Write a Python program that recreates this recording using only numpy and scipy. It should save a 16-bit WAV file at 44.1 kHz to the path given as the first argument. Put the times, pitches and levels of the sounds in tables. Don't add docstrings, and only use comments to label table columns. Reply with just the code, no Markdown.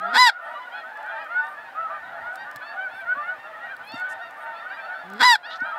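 import sys
import numpy as np
from scipy import signal
from scipy.fft import rfft, irfft
from scipy.io import wavfile
from scipy.ndimage import uniform_filter1d

SR = 44100
rng = np.random.default_rng(int(sys.argv[2]) if len(sys.argv) > 2 else 0)


def transcribe(signal):
    frames = np.atleast_2d(signal).T
    limited = np.clip(frames, -1, 1)
    pcm = np.round(limited * 32767).astype(np.int16)
    wavfile.write(sys.argv[1], SR, pcm)


def gain_from_decibels(decibels):
    exponent = np.asarray(decibels, float) / 20
    return 10 ** exponent


N = 254898


def rms_one(x):
    return x / np.sqrt(np.mean(x ** 2) + 1e-20)


def in_time(rows):
    s, *columns = np.transpose(rows)
    n = np.arange(round(s[0] * SR), round(s[-1] * SR))
    return n, [np.interp(n / SR, s, c) for c in columns]


def level_curve(rows):
    s, db = np.transpose(rows)
    return gain_from_decibels(np.interp(np.arange(N) / SR, s, db))


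def at_hz(points, hz):
    point_hz, point_db = np.array(points).T[:2]
    return np.interp(np.log(hz), np.log(point_hz), point_db)


def drift(rate, size):
    knots = rng.standard_normal(int(size * rate / SR) + 3)
    return np.interp(np.arange(size) * rate / SR, np.arange(len(knots)), knots)


def resonate(x, hz, width_hz):
    r = np.exp(-np.pi * width_hz / SR)
    gain = (1 - r * r) / 2
    return signal.lfilter([gain, 0, -gain], [1, -2 * r * np.cos(2 * np.pi * hz / SR), r * r], x + 1e-18)


def coloured(x, spectrum):
    hz = np.maximum(np.arange(N // 2 + 1) * SR / N, 10)
    return irfft(rfft(x) * gain_from_decibels(at_hz(spectrum, hz)), N)


def add(out, s, x):
    i = max(round(s * SR), 0)
    out[i:i + len(x)] += x[:max(N - i, 0)]


# frequency in Hz, relative spectral level in dB.
AIR_SPECTRUM = [(25, -64.5), (60, -30), (130, -33.5), (256, -15), (420, -18), (520, -8), (800, -6),
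                (1500, -7), (2100, -11.5), (3500, -24), (6200, -36.5), (10000, -39), (15600, -39)]


def air():
    return gain_from_decibels(-48) * rms_one(coloured(rng.standard_normal(N), AIR_SPECTRUM))


# time in seconds, level in dB.
BREEZE_LEVEL = [(0.35, -78.5), (2.08, -66), (5.001, -70)]


def breeze():
    spectrum = [(25, -22.5), (70, -3.5), (250, -4), (420, -12.5), (700, -45.5)]   # (Hz, relative dB)
    low = coloured(rng.standard_normal(N), spectrum)
    lumps = gain_from_decibels(4.5 * drift(18, size=N))
    return rms_one(low * lumps) * level_curve(BREEZE_LEVEL)


# start in seconds, length in seconds, centre in Hz, width of each resonance in Hz,
# rms level in dB before the fades.
RUSTLE_BURSTS = [(2.319, 0.06, 8400, 8000, -66), (3.835, 0.063, 11300, 7000, -65.5),
                 (3.94, 0.088, 6860, 6040, -64.5), (4.083, 0.061, 6200, 9900, -56),
                 (5.493, 0.073, 3500, 1632, -43), (5.55, 0.029, 3800, 3480, -49),
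                 (5.6, 0.0083, 4400, 2980, -56)]
# start in seconds, length in seconds, level in dB before the band's offset.
WHIRR_BURSTS = [(0.395, .16, -72), (1.423, 0.132, -68), (2.921, .115, -67.5), (4.354, .12, -67.5)]
# centre in Hz, width of each resonance in Hz, level offset in dB.
WHIRR_PARTS = [(8680, 780, -4), (12500, 6000, -4)]


def rustles():
    out = np.zeros(N)
    bursts = list(RUSTLE_BURSTS)
    for s, length_s, db in WHIRR_BURSTS:
        bursts += [(s, length_s, hz, width_hz, db + band_db) for hz, width_hz, band_db in WHIRR_PARTS]
    for s, length_s, hz, width_hz, db in bursts:
        size = int(length_s * SR)
        noise = rng.standard_normal(size) * gain_from_decibels(4.7 * drift(290, size=size))
        for _ in range(3):
            noise = resonate(noise, hz, width_hz)
        add(out, s, gain_from_decibels(db) * rms_one(noise) * signal.windows.tukey(size, .5))
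    return out


# start in seconds, level in dB before onset and decay, deep part in dB relative to that.
THUMP_KNOCKS = [(2.556, -41, -0.5), (3.166, -33, -15.5), (3.379, -43, -9), (3.801, -47, -3),
                (3.937, -21, -17.5), (5.616, -25.5, -16.5)]


def thumps():
    out = np.zeros(N)
    t = np.arange(4000) / SR
    for s, db, deep_db in THUMP_KNOCKS:
        knock = np.sin(2 * np.pi * 265 * t) * np.exp(-t / 0.0052)
        deep = np.sin(2 * np.pi * 130 * t) * np.exp(-t / 0.011)
        add(out, s, gain_from_decibels(db) * (knock + gain_from_decibels(deep_db) * deep) * np.minimum(t / 0.0082, 1))
    return out


# start in seconds, peak level in dB of the two lower resonances together.
TICK_PEAKS = [(0.973, -48.5), (1.0296, -49.5), (1.063, -51.5), (1.2456, -50.5), (1.4688, -48),
              (2.3567, -37), (2.513, -41.5), (2.5601, -33), (2.567, -41), (3.7663, -41), (3.92, -44),
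              (3.944, -44), (3.9982, -42.5), (4.309, -45.5), (5.101, -44), (5.1355, -40.5)]


def ticks():
    out = np.zeros(N)
    for s, db in TICK_PEAKS:
        burst = rng.standard_normal(300) * np.exp(-np.arange(300) / 66.0)
        ring = resonate(burst, 7400, 1700) + 1.5 * resonate(burst, 4600, 1800)
        edge = gain_from_decibels(-6) * resonate(burst, 12500, 6000)
        add(out, s, gain_from_decibels(db) * (ring / abs(ring).max() + edge))
    return out


# centre in Hz, width in Hz, lift in dB.
WINDPIPE_RESONANCES = [(900, 120, 5), (1180, 80, 5), (1480, 110, 11), (1850, 200, 4)]


def honk(length_s, start_hz, middle_hz, end_hz, partial_db, flutter_db, waver):
    u = np.linspace(0, 1, int(length_s * SR))
    pitch = start_hz * (1 - u) * (1 - 2 * u) + middle_hz * 4 * u * (1 - u) + end_hz * u * (2 * u - 1)
    wavering = pitch * (1 + waver * drift(70, size=len(u)))
    phase = 2 * np.pi * (np.cumsum(wavering) / SR + rng.random())
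    out = 0
    for k, db in enumerate(partial_db, 1):
        lift = sum(gain / (1 + (2 * (k * pitch - hz) / width) ** 2)
                   for hz, width, gain in WINDPIPE_RESONANCES)
        flutter = flutter_db * k ** .4 * drift(50, size=len(u))
        out = out + gain_from_decibels(db + lift - lift.max() + flutter) * np.sin(k * phase)
    return np.sqrt(2) * out * np.sin(np.pi * u) ** .8


# time in seconds, level in dB.
CLAMOUR_LEVEL = [(0.0, -25.5), (0.39, -38), (3.22, -40.5), (3.36, -43), (4.86, -38.5), (5.22, -44),
                 (5.78, -35)]
# frequency in Hz, relative level in dB.
FAR_SPECTRUM = [(500, -9.5), (680, 0), (900, -1), (1080, 2), (1480, 7.5), (1850, 0.5), (2150, -20.5),
                (3600, -24), (5000, -32.5), (7000, -48)]


def far_flock(count=400):
    out = np.zeros(N)
    clear_db = 3 * drift(5.3, size=N)
    for s, length, top, rise, fall, near in rng.random((count, 6)):
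        hz = 590 * (1020 / 590) ** top
        partial_db = 6 * near + rng.normal(0, 3, 5)
        partial_db = partial_db + clear_db[int(s * N)] * (np.arange(5) > 1)
        start_hz, end_hz = hz * (.95 - .15 * rise), hz * (.97 - .11 * fall)
        call = honk(.05 + .1 * length, start_hz, hz, end_hz, partial_db, flutter_db=3, waver=.012)
        add(out, s * N / SR, call)
    return rms_one(coloured(out, FAR_SPECTRUM)) * level_curve(CLAMOUR_LEVEL)


# start in seconds, length in seconds, middle pitch
# in Hz, end pitch in Hz, strength in dB before the voice's partial levels.
NASAL_HONKS = [(0.0, 0.091, 653, 657, -25), (.315, 0.069, 709, 724, -25), (.546, 0.054, 600, 583, -31.5),
               (.695, 0.12, 738, 790, -35), (1.03, 0.16, 798, 776, -29), (1.15, .13, 820, 725, -30),
               (1.284, 0.15, 725, 740, -21.5), (1.524, 0.19, 866, 753, -36),
               (1.748, 0.13, 665.5, 625, -23.5), (1.888, 0.1, 605, 585, -35),
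               (1.888, 0.12, 773, 713, -35.5), (2.042, 0.14, 970, 930, -48), (2.212, .121, 728, 740, -28),
               (2.322, 0.17, 784, 757, -36), (2.608, 0.033, 762, 740, -29.5), (2.756, .141, 769, 708, -27),
               (2.93, 0.12, 782, 732, -32), (3.05, 0.098, 728, 728, -21), (3.12, 0.21, 888, 848, -40),
               (3.145, .096, 588.4, 590, -28.5), (3.215, 0.13, 718, 760, -27.5),
               (3.56, 0.19, 951, 826, -41), (3.584, .111, 723, 828, -34), (3.68, 0.079, 798, 687, -29),
               (3.908, 0.25, 743, 729, -31), (4.1, 0.044, 914, 900, -34.5), (4.372, .161, 763, 710, -38.5),
               (4.57, 0.14, 710, 787, -35), (4.69, 0.056, 780, 884, -30), (4.76, 0.068, 790, 756, -33),
               (4.82, 0.067, 658, 692, -35.5), (4.87, 0.12, 742, 758, -31), (5.514, 0.068, 655, 660, -35),
               (5.559, .186, 773, 822, -32), (5.64, 0.04, 640, 650, -34.5), (5.71, 0.082, 661, 670, -30)]
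HOLLOW_HONKS = [(.471, 0.19, 968, 1028, -38.5), (.84, 0.1, 898, 900, -45.5), (.935, 0.13, 870, 877, -40.5),
                (1.099, 0.11, 895, 942, -37), (1.344, 0.162, 896, 954, -34), (4.417, 0.17, 919, 886, -40),
                (5.745, 0.12, 890, 900, -35)]
BRIGHT_HONKS = [(.71, 0.12, 849, 774, -37.5), (1.608, 0.14, 930, 1030, -59), (2.352, 0.11, 944, 904, -42.5),
                (2.606, .151, 899, 875, -40), (2.86, .19, 884, 748, -45.5), (3.339, 0.16, 923, 827, -48.5),
                (3.818, 0.22, 900, 859, -38), (4.18, 0.13, 935, 849, -45.5), (4.507, 0.16, 885, 893, -45.5),
                (4.681, 0.11, 944, 962, -44.5), (4.751, 0.16, 875, 880, -45), (4.9, 0.18, 900, 820, -47.5),
                (5.428, 0.046, 860, 960, -33.5), (5.455, .09, 950, 900, -40.5),
                (5.62, .13, 805, 762, -43.5)]
# levels of partials 1-6 in dB, scoop up to the middle pitch in Hz per second of
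NASAL_PARTIALS = ([-17, -0.5, -20, -31, -38.5, -46], 520, 0.12, 0.63)
HOLLOW_PARTIALS = ([-0.5, -5, -22, -25.5, -43, -50], 207, 0.095, 1)
BRIGHT_PARTIALS = ([-7.5, -0.5, -11, -12.5, -18, -34.5], 670, 0.401, 0.96)


def near_flock():
    out = np.zeros(N)
    usual_db = -36
    voices = [(NASAL_HONKS, NASAL_PARTIALS), (HOLLOW_HONKS, HOLLOW_PARTIALS), (BRIGHT_HONKS, BRIGHT_PARTIALS)]
    for rows, (voice_db, scoop_hz_per_s, arch, follows) in voices:
        share = np.where(np.array(voice_db) > -8, 1, follows)
        bird_db = rng.normal(0, 2.0, (len(rows), 6))
        for (s, length_s, middle_hz, end_hz, db), odd_db in zip(rows, bird_db):
            partial_db = usual_db + share * (db - usual_db) + voice_db + odd_db * (share < 1)
            start_hz = middle_hz - scoop_hz_per_s * length_s - arch * abs(middle_hz - end_hz)
            call = honk(length_s, start_hz, middle_hz, end_hz, partial_db, flutter_db=2.6, waver=.011)
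            add(out, s, call)
    return out


def pulses(pitch, tilt, limp=0):
    phase = 2 * np.pi * np.cumsum(pitch) / SR
    late = phase + limp * np.sin(phase / 2 + 1)
    count = int(16500 / pitch.max())
    return sum(k ** -tilt * np.cos(k * late) for k in range(1, count)), phase


# centre in Hz, width in Hz, relative level in dB, signed gain factor.
TUBE_RESONANCES = [(900, 222, 3.5, 0.68), (1512, 124, 7, -2), (2050, 770, 4, 0.5), (3362, 59, 7.5, 1.29),
                   (4080, 344, 2.5, -0.79), (4965, 380, -1.5, 1), (7250, 700, -7, 0.38),
                   (11314, 1000, -21.5, 0.5)]


def tube(x):
    return sum(sign * gain_from_decibels(db) * resonate(x, hz, width) for hz, width, db, sign in TUBE_RESONANCES)


# time in seconds, pitch in Hz, level in dB before the fades.
HIGH_NOTES = [
    [(.15, 821, -5), (.172, 918, -10), (.19, 999, -1), (.207, 1011, 2.5), (.222, 1006, 6.5),
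     (.26, 971, 0.5), (.275, 931, 4), (.288, 889, -4.5), (.304, 630, -12.5)],
    [(5.218, 891, 3.5), (5.236, 974, 0), (5.25, 1014, -0.5), (5.28, 987.5, -0.5), (5.3, 970, 0.5),
     (5.32, 941.5, 1.5), (5.337, 880, -5.5), (5.35, 856.5, -14.5), (5.365, 670, -10.5)],
]


def high_register():
    out = np.zeros(N)
    for rows in HIGH_NOTES:
        n, (pitch, db) = in_time(rows)
        size = len(n)
        since, until = (n - n[0]) / SR, (n[-1] - n) / SR
        rough = .046 + .8 * (np.exp(-since / .022) + np.exp(-until / .0093))
        attack_s, release_s = .016, .006
        shape = np.minimum(since / attack_s, 1) ** 2 * np.minimum(until / release_s, 1)
        pitch = uniform_filter1d(pitch, size=500)
        shaken = pitch * (1 + .06 * rough * drift(400, size=size))
        train, phase = pulses(shaken, tilt=.45, limp=.02 * (1 + .9 * drift(40, size=size)))
        strong_weak = .03 * (1 + .9 * drift(37, size=size)) * np.cos(phase / 2)
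        uneven = strong_weak + rough * drift(700, size=size)
        hiss = np.diff(rng.standard_normal(size + 1))
        breath = (.08 + .35 * rough) * hiss * (1 + np.cos(phase))
        out[n] -= gain_from_decibels(db) * shape * rms_one(tube(train * (1 + uneven) + breath))
    return out


# time from the crack in seconds (after it, before the call's
# stretch), pitch in Hz, soft murmur in dB and hard pulses in dB, both before the call's offsets.
LOW_REGISTER = [(-.17, 169, -59, -75), (-.14, 178, -47, -67), (-.05, 202.4, -39, -53),
                (-.017, 233.6, -49, -45.5), (-.001, 268, -35.5, -27.5), (.004, 255.6, -55, -16),
                (0.022, 242, -25, -10), (0.037, 243, -62, -22), (.057, 230, -41, -52)]
# crack in seconds, factor by which the rattle drags on, murmur offset in dB,
# hard pulse offset in dB.
CALL_CRACKS = [(.14, 1.3, -5.5, -3.5), (5.206, 0.76, -0.5, 3)]


def low_register():
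    out = np.zeros(N)
    for s, drag, soft_db, crack_db in CALL_CRACKS:
        rows = [(t * drag if t > 0 else t, *rest) for t, *rest in LOW_REGISTER]
        n, (pitch, murmur_db, hard_db) = in_time(rows)
        n = n + round(s * SR)
        size = len(n)
        train, phase = pulses(pitch * (1 + .025 * drift(150, size=size)), tilt=.5)
        uneven = train * (1 + 1.2 * drift(256.0, size=size))
        rattle = rms_one(tube(uneven + 0.53 * rng.standard_normal(size)))
        murmur = (np.cos(phase) + 0.51 * np.cos(2 * phase)) * np.sqrt(2)
        call = gain_from_decibels(murmur_db + soft_db) * murmur + gain_from_decibels(hard_db + crack_db) * rattle
        out[n[n >= 0]] += call[n >= 0]
    return out


def near_caller():
    direct = high_register() + low_register()
    caller = direct.copy()
    add(caller, .0021, 0.04 * direct)
    add(caller, .0053, -.3 * direct)
    return caller


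def field(x, wet_db, t60):
    t = np.arange(int(t60 * SR)) / SR
    dull = signal.lfilter([.5], [1, -.5], rng.standard_normal(len(t)))
    wash = dull * gain_from_decibels(-60 * t / t60) * (t > .004)
    return x + gain_from_decibels(wet_db) * signal.fftconvolve(x, wash / np.sqrt(np.sum(wash ** 2)))[:N]


def scene():
    flock = field(far_flock() + near_flock(), wet_db=-17, t60=.2)
    caller = field(near_caller(), wet_db=-28, t60=0.12)
    handling = rustles() + thumps() + ticks()
    return (air() + breeze() + handling + flock + caller)[None]


def roll_off(x):
    return signal.sosfilt(signal.butter(12, 15720, fs=SR, output="sos"), x)


def record(dry):
    limit_db, squeeze, recover_db_per_s = -17, 0.68, 63
    level = 10 * np.log10(uniform_filter1d(dry[0] ** 2, size=400) + 1e-12)
    ramp = recover_db_per_s * np.arange(N) / SR
    cut_db = np.maximum.accumulate(squeeze * np.maximum(level - limit_db, 0) + ramp) - ramp
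    held = dry * gain_from_decibels(-uniform_filter1d(cut_db, size=200))
    rounded = 0.89 * np.tanh(held / 0.83)
    mix = signal.lfilter([1, -1], [1, -.99], rounded)
    return roll_off(mix)


dry = scene()
out = record(dry)
transcribe(out)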